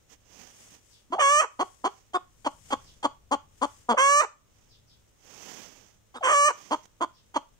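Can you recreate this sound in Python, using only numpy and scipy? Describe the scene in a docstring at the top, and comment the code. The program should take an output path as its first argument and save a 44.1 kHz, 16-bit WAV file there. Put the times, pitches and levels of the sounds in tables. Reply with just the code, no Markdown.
"""Low rumble, a faint hum and cloth brushing past a hand-held camera open the scene in a small room.
Then a hen close by cackles: three long squawks, each led by a cluck, with more clucks after the
first and the third. Her voice is a train of pulses, air puffs and flutters sent through throat and
beak resonances. Cloth and hand are shaped noise, ticks are decaying bursts, and faint far-off peeps
are gliding sines heard only by their reflections. A gain control holds down the loudest calls."""
import sys
import numpy as np
from scipy import signal
from scipy.fft import rfft, irfft
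from scipy.io import wavfile
from scipy.ndimage import uniform_filter1d

SR = 44100
rng = np.random.default_rng(int(sys.argv[2]) if len(sys.argv) > 2 else 0)


def int16_out(signal):
    """Quantize to a 16-bit WAV file."""
    q = np.round(np.clip(np.atleast_2d(signal).T, -1, 1) * 32767)
    wavfile.write(sys.argv[1], SR, q.astype(np.int16))


N = 334719
TIME = np.arange(N) / SR

# Colour of the throat with the beak nearly shut. Each row: frequency in Hz, relative level in dB.
NEARLY_SHUT_BEAK = [(120, -32), (225, -5.5), (620, -4.5), (1080, 4), (1750, -24.5), (2150, -22.5),
                    (2700, -26), (3300, -14), (3850, -43), (4400, -25), (5300, -38.5), (6600, -27.5),
                    (8700, -42.5), (11500, -56.5)]
# Colour of cloth fibres, also of the ticks. Each row: frequency in Hz, relative level in dB.
CLOTH_COLOUR = [(59, -47), (100, -13), (205, 0), (355, -3), (438, -1.5), (640, -5), (742, -3), (1430, -9),
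                (3180, -6.5), (4020, -14.5), (6260, -1.5), (9150, -21), (12800, -24), (14500, -19.5),
                (15500, -21.5)]


def amp(db):
    """Decibels to gain."""
    return 10 ** (np.asarray(db) / 20)


def evened(x):
    """Scales to rms 1."""
    return x / np.sqrt(np.mean(x ** 2) + 1e-20)


def read(points, hz):
    """Reads a table on a log-frequency axis."""
    f, value = np.transpose(points)
    return np.interp(np.log(hz + 1), np.log(f), value)


def add(mix, s, sound):
    """Adds a sound into the mix at time s, cut off where the mix ends."""
    part = mix[max(round(s * SR), 0):][:len(sound)]
    part += sound[:len(part)]


def wobble(length, hz):
    """Random curve of rms 1: straight lines between hz random points a second."""
    at = np.arange(length) * hz / SR
    return evened(np.interp(at, np.arange(2048), rng.standard_normal(2048)))


def swell(middle_s, half_width_s):
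    """A movement that speeds up and slows down again: a bell curve of height 1."""
    return np.exp(-((TIME - middle_s) / half_width_s) ** 2)


def noise(spectrum):
    """Noise of rms 1 with the given spectrum."""
    gain = amp(read(spectrum, np.fft.rfftfreq(N, 1 / SR)))
    return evened(irfft(rfft(rng.standard_normal(N)) * gain, N))


def colour(x, spectrum, size=4096):
    """A causal filter of unit energy: each pulse rings on in the peaks of the spectrum."""
    log_gain = np.log(amp(read(spectrum, abs(np.fft.fftfreq(size, 1 / SR)))))
    # minimum phase, so the ringing only follows the pulse
    ring = np.fft.ifft(np.exp(np.conj(signal.hilbert(log_gain)))).real[:size // 2]
    return signal.oaconvolve(x, ring / np.linalg.norm(ring))[:len(x)]


def sharpen(x, edge_db, corner_hz):
    """Lifts or lowers the treble above a corner, as a harder or softer closing of the membranes does."""
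    lowpass = signal.butter(2, corner_hz, fs=SR, output="sos")
    soft = signal.sosfiltfilt(lowpass, x)
    return soft + amp(edge_db) * (x - soft)


def resonate(x, hz, width_hz):
    """Shifts the curve hz down to zero, smooths, and shifts back: a moving resonance of gain 1."""
    turn = np.exp(2j * np.pi * np.cumsum(hz) / SR)
    r = np.exp(-np.pi * width_hz / SR)
    smoothed = signal.lfilter([(1 - r) / 2, (1 - r) / 2], [1, -r], x / turn)
    return 2 * (turn * smoothed).real


def background():
    """The hush of the room, a faint wavering hum and the rumble of the hand shifting its grip."""
    # Each row: frequency in Hz, relative level in dB.
    hush_colour = [(12, -36), (20, -2), (103, -5.5), (137, -9.5), (274, -13.5), (298, -15.5), (597, -16.5),
                   (649, -20.5), (1270, -23), (1720, -26.5), (4070, -28.5), (6190, -55), (15500, -31)]
    # Each row: frequency in Hz, rms level in dB.
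    hum_tones = [(62, -81), (108, -75.5)]
    # Each row: frequency in Hz, relative level in dB.
    rumble_colour = [(20, -4.5), (70, -0.5), (130, -6), (400, -35.5), (2000, -78)]
    # Each row: middle in seconds, half-width in seconds, relative level in dB.
    grips = [(.2, 0.54, -75), (2.75, 0.41, -59.5), (3.5, .45, -63), (4.8, .25, -64.5), (7.499, 0.29, -67)]
    still_hand_db = -81

    shared_hush = amp(-74.0) * noise(hush_colour)
    side_hush = amp(-66.5) * np.array([noise(hush_colour), noise(hush_colour)])
    hum = np.zeros(N)
    for hz, db in hum_tones:
        phase = 2 * np.pi * hz * TIME + 0.33 * wobble(N, 17.0)
        hum += amp(db) * np.sqrt(2) * np.sin(phase)
    power = amp(still_hand_db) ** 2
    for s, half_width_s, db in grips:
        power = power + (amp(db) * swell(s, half_width_s)) ** 2
    rumble = np.sqrt(power) * noise(rumble_colour) * amp([[2], [-3]])
    return shared_hush + side_hush + hum + rumble


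def cloth():
    """Fibres slip by the microphone ports: a grainy hiss that follows the speed of each stroke."""
    # Each row: middle in seconds, half-width in seconds, relative level in dB, left minus right in dB.
    strokes = [ (.125, 0.028, -54.5, -16), (.41, 0.12, -53.5, -31), (0.622, 0.14, -54.5, -1),
               (0.738, 0.045, -55.5, -12), (.92, 0.11, -63.5, 5), (1.68, 0.2, -63.5, 13),
               (1.96, 0.11, -63.5, -10), (2.57, 0.19, -64, 16), (2.70, 0.05, -53, 2),
               (2.851, 0.16, -61, -3), (3.72, .17, -59.5, 3), (4.62, 0.14, -69.5, -16),
               (5.311, 0.072, -54.5, -23), (5.53, 0.19, -47, -32), (5.80, .12, -59, -25),
               (6.62, 0.16, -52, -29), (6.84, 0.012, -59.5, -22), ]
    # Colour at the left port alone. Each row: frequency in Hz, relative level in dB.
    left_colour = [(100, -11.5), (1000, -15.5), (3200, -10), (4200, -13.5), (6000, -4), (7800, -3),
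                   (10000, -10.5), (12000, -17.5), (15500, -21.5)]
    creep_db = -71  # between strokes the cloth keeps creeping

    power = np.ones((2, 1)) * amp(creep_db) ** 2
    for s, half_width_s, db, side_db in strokes:
        sides = 2 * amp([[side_db], [0]]) / (1 + amp(side_db))
        power = power + (amp(db) * sides * swell(s, half_width_s)) ** 2
    near = noise(CLOTH_COLOUR)
    # the left port also hears a little of the right one's hiss, 0.58 ms later
    left = 0.26 * np.roll(near, round(0.00058 * SR)) + noise(left_colour)
    grain = amp(1.1 * wobble(N, 150))
    return np.array([left, near]) * grain * np.sqrt(power)


def ticks(decay_s=0.0033):
    """A finger ticks on the camera: dry decaying bursts of noise, louder at the right port."""
    # Each row: start in seconds, relative level in dB.
    taps = [(0.748, -52.5), (6.855, -47)]
    out, t = np.zeros(N), TIME[:SR // 20]
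    for s, db in taps:
        add(out, s, amp(db) * np.exp(-t / decay_s))
    return out * noise(CLOTH_COLOUR) * amp([[-8], [4]])


def room(x, delay_s):
    """Sparse random reflections after a delay, each band dying at its own speed."""
    # How long the room rings. Each row: frequency in Hz, time to fall 60 dB in seconds.
    ring_times = [(200, .16), (600, .23), (1200, .29), (3000, .26), (7000, .28), (14000, .18)]
    hits = rng.random((2, SR // 2)) < 3000 / SR  # about 3000 reflections a second
    taps = rng.standard_normal((2, SR // 2)) * hits * (TIME[:SR // 2] > delay_s)
    hz, t, bands = signal.stft(taps, SR, nperseg=256)
    decay = np.exp(-np.log(1000) * t / read(ring_times, hz)[:, None])
    tail = signal.istft(bands * decay, SR, nperseg=256)[1]
    return signal.fftconvolve(x[None], tail / np.linalg.norm(tail[0]), axes=1)[:, :N]


def peeps():
    """Far-off chirps: two thin, unsteady falling whistles that overlap, heard only by their reflections."""
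    # Each row: start in seconds, relative level in dB.
    chirps = [(0.881, -63.5), (2.822, -61.5), (4.668, -64), (4.849, -65), (7.11, -67)]
    # Each row: delay in seconds, length in seconds, start in Hz, end in Hz, relative level in dB.
    whistles = [(0, .085, 5420, 4710, 1.5), (0.024, 0.08, 3950, 3010, 0.5)]
    waver, arriving_db = .09, 4  # waver: rms share of the pitch

    out = np.zeros(N)
    for s, db in chirps:
        for delay, length, first_hz, last_hz, note_db in whistles:
            n = round(length * SR)
            hz = np.linspace(first_hz, last_hz, n) * (1 + waver * wobble(n, 1400))
            whistle = np.hanning(n) * np.sin(2 * np.pi * np.cumsum(hz) / SR)
            add(out, s + delay, amp(db + note_db + arriving_db) * whistle)
    return room(out, delay_s=0.0018)


def flutter(length, first_hz, last_hz, db, rasp_db):
    """The membranes flutter without closing: a gliding near-sine, and a rasp that grows against it."""
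    n, ring_out = round(length * SR), (0, SR // 20)
    hz = np.linspace(first_hz, last_hz, n) * (1 + .06 * wobble(n, 470))
    push = amp(db) * signal.windows.tukey(n, .4)
    tone = push * np.sqrt(2) * np.sin(2 * np.pi * np.cumsum(hz) / SR)
    rasp = push * amp(rasp_db + np.linspace(-6, 2, n)) * rng.standard_normal(n)
    rasp = colour(np.pad(rasp, ring_out), NEARLY_SHUT_BEAK)
    rasp = sharpen(rasp, edge_db=15.0, corner_hz=1810)
    return amp(-2.5) * np.pad(tone, ring_out) + amp(-3) * rasp


def croaks():
    """Soft half-voiced flutters just before a cluck, or between a cluck and the squawk after it."""
    # Each row: start in seconds, length in seconds, start in Hz, end in Hz, relative level in dB,
    # rasp against the tone in dB.
    notes = [ (1.101, 0.021, 233, 287, -45, -19), (1.151, 0.026, 534, 914, -31, -18),
             (1.18, 0.017, 889, 682, -24, -31.5), (3.94, 0.012, 483, 747, -20, -21.5),
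             (6.141, 0.023, 780, 857, -42.5, -2), (6.207, 0.027, 772, 597, -34.5, -18), ]
    out = np.zeros(N)
    for s, *note in notes:
        add(out, s, flutter(*note))
    return out


def syrinx(hz, rough, air, leak, size=12):
    """One pulse a cycle; roughness unsettles timing and strength, and air hisses through in puffs."""
    jitter, shimmer_db = .1, 1.8  # spread at full roughness: share of the pitch, pulse strength
    n = len(hz)
    turns = np.cumsum(hz * np.exp(jitter * rough * wobble(n, 450))) / SR
    # a pulse falls on every whole turn, between samples if need be
    at = np.interp(np.arange(int(turns[-1]) + 1), turns, np.arange(n))
    index = at.astype(int)
    shimmer = amp(shimmer_db * rough[index] * rng.standard_normal(len(at)))
    strength = np.sqrt(SR / hz[index]) * shimmer
    # each pulse is a short windowed sinc
    near = index[:, None] + np.arange(2 * size)
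    offset = near - at[:, None] - size
    shape = np.sinc(offset) * np.cos(np.pi * offset / (2 * size + 2)) ** 2
    pulses = np.bincount(near.ravel(), (strength[:, None] * shape).ravel(), n)[:n]
    highpass = signal.butter(1, 3500, "highpass", fs=SR, output="sos")
    hiss = signal.sosfilt(highpass, rng.standard_normal(SR)[:n])
    puffs = np.exp(-(turns % 1) / 0.63)  # fading within each cycle
    return air * (rough + leak) * puffs * hiss - pulses


def clucks():
    """A few slow pulses through a nearly shut beak, gliding in pitch; some begin as a rasping flutter."""
    # Each row: start in seconds, raspy lead-in in seconds, nominal voiced length in seconds,
    # middle pitch in Hz, end pitch in Hz, relative level in dB, roughness 0-1,
    # relative treble edge in dB, throat tuning as a factor.
    notes = [ (1.124, .006, .029, 383, 384.6, -28, 0.19, -6, .99),
             (1.594, 0, 0.038, 360, 391, -25, .3, -0.5, .977),
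             (1.8428, 0, 0.037, 381.8, 405, -26, 0.26, -.5, .984),
             (2.1443, .012, .029, 365, 350.6, -25, 0.04, -4.5, 1.087),
             (2.463, .019, .017, 287.3, 264.3, -24, 0.1, 0, .97),
             (2.7249, .023, 0.017, 266, 272.4, -22.5, 0.23, -1, 1.004),
             (3.045, .019, 0.02, 279.8, 288, -22, 0.16, -1, 1.006),
             (3.314, 0.001, 0.036, 300.4, 266.3, -24.5, 0, 3, 0.985),
             (3.6173, 0.00013, 0.038, 289.9, 285.8, -25.5, .13, 0.5, 1.0),
             (3.8905, 0.001, .043, 236.8, 209.2, -17, 0, -2.5, 1.012),
             (6.155, .016, 0.029, 235.6, 255.7, -41, 0.82, -1.5, 1.12),
             (6.71, 0, 0.041, 324.6, 303, -26, 0.41, 0, .98),
             (7.0086, 0, .038, 375.6, 292.7, -27.5, 0.56, -4, 1.02),
             (7.3597, .02, .018, 290.3, 282, -26, 0.18, .5, 0.98), ]
    # without a lead-in the pitch starts at scoop_hz; after a full one it drops in from above
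    scoop_hz, drop_in, full_lead_s = 242.7, 1.12, .016
    # the lead-in is a rising flutter, set below its cluck, that runs on into it
    lead_from_hz, lead_to_hz, lead_db, lead_rasp_db, lead_overlap_s = 780, 920, -15, 5, 0.0065

    out = np.zeros(N)
    for s, lead_s, length, middle_hz, last_hz, db, rough, edge_db, tuning in notes:
        lead_s = max(lead_s, 0)
        led = min(lead_s / full_lead_s, 1)
        lead_in = flutter(lead_s + lead_overlap_s, lead_from_hz, lead_to_hz, db + lead_db, lead_rasp_db)
        add(out, s - lead_s, led * lead_in)
        first_hz = (1 - led) * scoop_hz + led * drop_in * middle_hz
        t = np.arange(-1 / first_hz, length + 0.0013, 1 / SR)  # one weak cycle leads the way
        hz = np.interp(t, [0, length / 2, length], [first_hz, middle_hz, last_hz])
        pulses = syrinx(hz, np.clip(rough, 0, 1) * (t > 0), air=2.76, leak=0.89)
        push_at = [t[0], 0, 0.25 * length, 0.5 * length, length, t[-1]]
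        push_db = np.interp(t, push_at, [-22.0, -2.0, 2.5, 3, -1.5, -18.0])
        # a stronger push also brightens the pulses
        drive = amp(db + push_db) * sharpen(pulses, edge_db - 2.0 + 1.1 * push_db, corner_hz=1900)
        throat = np.array(NEARLY_SHUT_BEAK) * [tuning, 1]
        add(out, s + t[0], colour(np.pad(drive, (0, SR // 20)), throat))
    return out


def squawks():
    """Long open-beaked notes: a ragged start, a clean rising tone, and a break at the end."""
    # Each row: start in seconds, ragged for seconds, breaks after seconds, length in seconds,
    # relative effort in dB, relative treble edge in dB, mouth notch at the end in Hz.
    calls = [ (1.186, 0.024, 0.22, .272, -8.5, -1, 3700), (3.968, 0.013, 0.24, 0.29, -7.5, -1.5, 3240),
             (6.227, 0.1, .257, 0.2943, -8.5, -2, 3480), ]
    # One list a squawk, before bend, sag and waver. Each row: scene time in seconds, pitch in Hz.
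    pitches = [
        [(1.2, 574), (1.212, 582.8), (1.222, 554), (1.276, 556.2), (1.336, 589.4), (1.362, 589), (1.394, 610.8),
         (1.414, 653.7)],
        [(3.985, 506.8), (3.995, 527), (4.027, 548.7), (4.151, 577.4), (4.197, 590.5), (4.215, 622.7)],
        [(6.238, 518.8), (6.242, 533.5), (6.27, 513.4), (6.286, 568.4), (6.322, 605.2), (6.35, 573),
         (6.438, 576.6), (6.464, 601.7), (6.482, 600)],
    ]
    # The throat with the beak wide open. Each row: frequency in Hz, relative level in dB.
    open_throat = [(150, -49.5), (330, -7), (570, -8.5), (1150, 3), (1700, -12), (2300, -11.5),
                   (3200, -10.5), (4200, -23), (5100, -29), (6000, -15.5), (6950, -20), (7600, -15.5),
                   (9000, -34.5), (12500, -44.5)]
    # it snaps on, strains into a purer tone just before it breaks, collapses, and shuts off
    attack_s, strain_s, collapse_s, release_s = 0.01, 0.0083, 0.0091, .011
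    onset_db, strain_db, broken_db, shut_db = -15, 2.5, -4.5, -16
    # the pitch drops in from above (share of the pitch), wavers (rms share) and sags after the break
    onset_bend, bend_s, waver, sag_hz_per_s = 0.18, .007, .0016, 4800
    # roughness 0-1 of the ragged start and of the broken end; how fast the tone settles
    rough_start, rough_broken, settle_s = 0.55, 0.79, .014
    # while ragged the voice is still gathering strength, and duller
    ragged_db, ragged_edge_db = -11.5, -4
    # the treble opens with the beak and keeps growing while the note is held
    opening_s, onset_edge_db, open_edge_db, edge_db_per_s = 0.017, -20.5, -2.5, 33.5
    # after the break the voice fades and dulls
    broken_edge_db, fade_db_per_s, dull_db_per_s = -1.5, 149.5, 199
    # air leaks past the membranes, most at first: extra share, lasting share, time to seal
    leak_start, leak_held, seal_s = 0.34, 0.051, 0.077
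    # the strain before the break brings out one ring of the throat
    strain_ring_hz, strain_ring_width_hz, strain_ring_db = 2820, 900, 0.5
    # a side cavity of the mouth swallows one band; the throat dents another
    first_notch_hz, throat_notch_hz, throat_notch_depth = 3950, 2650, 0.5
    # the windpipe rings most at the start, then its ring fades
    pipe_hz, pipe_width_hz, pipe_db, pipe_fade_db_per_s = 3100, 690, 7.5, 109.5

    drive = np.zeros(N)
    for (s, ragged_s, break_s, length, db, edge, last_notch_hz), pitch in zip(calls, pitches):
        t = np.arange(0, length, 1 / SR)
        ragged = np.exp(-np.maximum(t - ragged_s, 0) / settle_s)
        closing = np.interp(t, [break_s - strain_s, break_s - strain_s / 2], [0, 1])
        broken = np.interp(t, [break_s, break_s + collapse_s], [0, 1])
        strain = closing * (1 - broken)
        since_break_s = np.maximum(t - break_s, 0)

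        hz = np.interp(s + t, *np.transpose(pitch)) * (1 + onset_bend * np.exp(-t / bend_s))
        hz = (hz - sag_hz_per_s * since_break_s) * (1 + waver * wobble(len(t), 200))

        gate_db = np.interp(t, [0, attack_s, length - release_s, length], [onset_db, 0, 0, shut_db])
        gathering_db = ragged_db * np.maximum(1 - t / (ragged_s + settle_s), 0)
        break_db = strain_db * strain + broken_db * broken - fade_db_per_s * since_break_s
        effort_db = db + gate_db + gathering_db + break_db

        held_edge_db = np.interp(t, [0, opening_s], [onset_edge_db, open_edge_db]) + edge_db_per_s * t
        closing_edge_db = broken_edge_db - dull_db_per_s * since_break_s
        edge_db = edge + ragged_edge_db * ragged
        edge_db = edge_db + held_edge_db * (1 - closing) + closing_edge_db * closing

        rough = np.clip(rough_start * ragged + rough_broken * broken, 0, 1)
        pulses = syrinx(hz, rough, air=3.2, leak=leak_held + leak_start * np.exp(-t / seal_s))
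        call = amp(effort_db) * sharpen(pulses, edge_db, corner_hz=2600)
        strain_ring = resonate(call, np.full(len(t), strain_ring_hz), strain_ring_width_hz)
        call = call + strain * amp(strain_ring_db) * strain_ring
        # the mouth notch glides as the call goes on; two passes deepen it
        notch_hz = np.linspace(first_notch_hz, last_notch_hz, len(t))
        for _ in range(2):
            call = call - resonate(call, notch_hz, width_hz=1050)
        throat_band = resonate(call, np.full(len(t), throat_notch_hz), width_hz=570)
        call = call - throat_notch_depth * (1 - closing) * throat_band
        pipe_ring = resonate(call, np.full(len(t), pipe_hz), pipe_width_hz)
        call = call + amp(pipe_db - pipe_fade_db_per_s * t) * pipe_ring
        add(drive, s, call)
    return amp(-4.0) * colour(drive, open_throat)


def ports(x, lead_s):
    """The hen is nearer the left port, and the camera body colours each side differently."""
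    # Each row: frequency in Hz, left minus right in dB.
    balance = [(300, 5), (600, 3.5), (1100, 0), (1600, -12), (2300, -5.5), (2900, -1.5), (3700, 0.5),
               (4600, 2.5), (5700, -2.5), (6600, -4), (7600, 10), (8700, 19.5), (10500, 6), (15000, 1)]
    hz = np.fft.rfftfreq(N, 1 / SR)
    # half of the level difference and of the time lead goes to each side
    left = amp(read(balance, hz) / 2) * np.exp(1j * np.pi * hz * lead_s)
    return irfft(rfft(x) * np.array([left, 1 / left]), N)


def echoes(x):
    """First reflections off nearby surfaces: they ripple the harmonics differently at each port."""
    # Each row: delay in seconds, relative level left in dB, relative level right in dB.
    surfaces = [(.0023, -30, -34), (.0041, -26, -19.5), (.0078, -24.5, -27.5), (0.0136, -16.5, -14.5)]
    return sum(np.roll(x, round(s * SR)) * amp([[left_db], [right_db]]) for s, left_db, right_db in surfaces)


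def scene():
    """The hen close by, her echo in the room, and the small sounds around her."""
    # Colour of the echo. Each row: frequency in Hz, relative level in dB.
    walls = [(200, 1.5), (600, 1.5), (1080, -2.5), (1450, 0.5), (2300, 0), (3300, 0.5), (6000, 0),
             (15000, -1.5)]
    # Where her head is. Each row: time in seconds, added left minus right in dB.
    head = [(1.3, -2), (2.1, -1), (3.1, 0), (3.6, 4.5), (4.1, -3), (6.4, -1), (7.3, -3)]
    hen = croaks() + clucks() + squawks()
    # the beak points past the camera and sends its treble to the walls
    beamed = sharpen(hen, edge_db=1, corner_hz=1780)
    reverb = amp(-19.0) * room(colour(beamed, walls), delay_s=.005)
    hall = reverb + amp(-2.5) * echoes(beamed)
    side_db = np.interp(TIME, *np.transpose(head))
    direct = ports(hen, lead_s=0.00019) * amp(np.array([side_db, -side_db]) / 2)
    return background() + cloth() + ticks() + peeps() + direct + hall


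def record(dry, threshold_db=-21.5, squeeze=0.67, recovery_db=40):
    """Gain control holds the loudest calls down and recovers at a steady pace; then a band limit."""
    edge_hz = 15750
    power = abs(uniform_filter1d((dry ** 2).mean(0), size=1100))
    power_db = 10 * np.log10(power + 1e-12)
    fall = TIME * recovery_db
    # a peak follower that sinks by recovery_db a second after each peak
    followed_db = np.maximum.accumulate(power_db + fall) - fall
    over_db = np.maximum(followed_db - threshold_db, 0)
    held = dry / amp(squeeze * uniform_filter1d(over_db, size=400))
    lowpass = signal.firwin(511, edge_hz, window=("kaiser", 9), fs=SR)
    return signal.oaconvolve(held, lowpass[None], "same")


dry = scene()
out = record(dry)
int16_out(out)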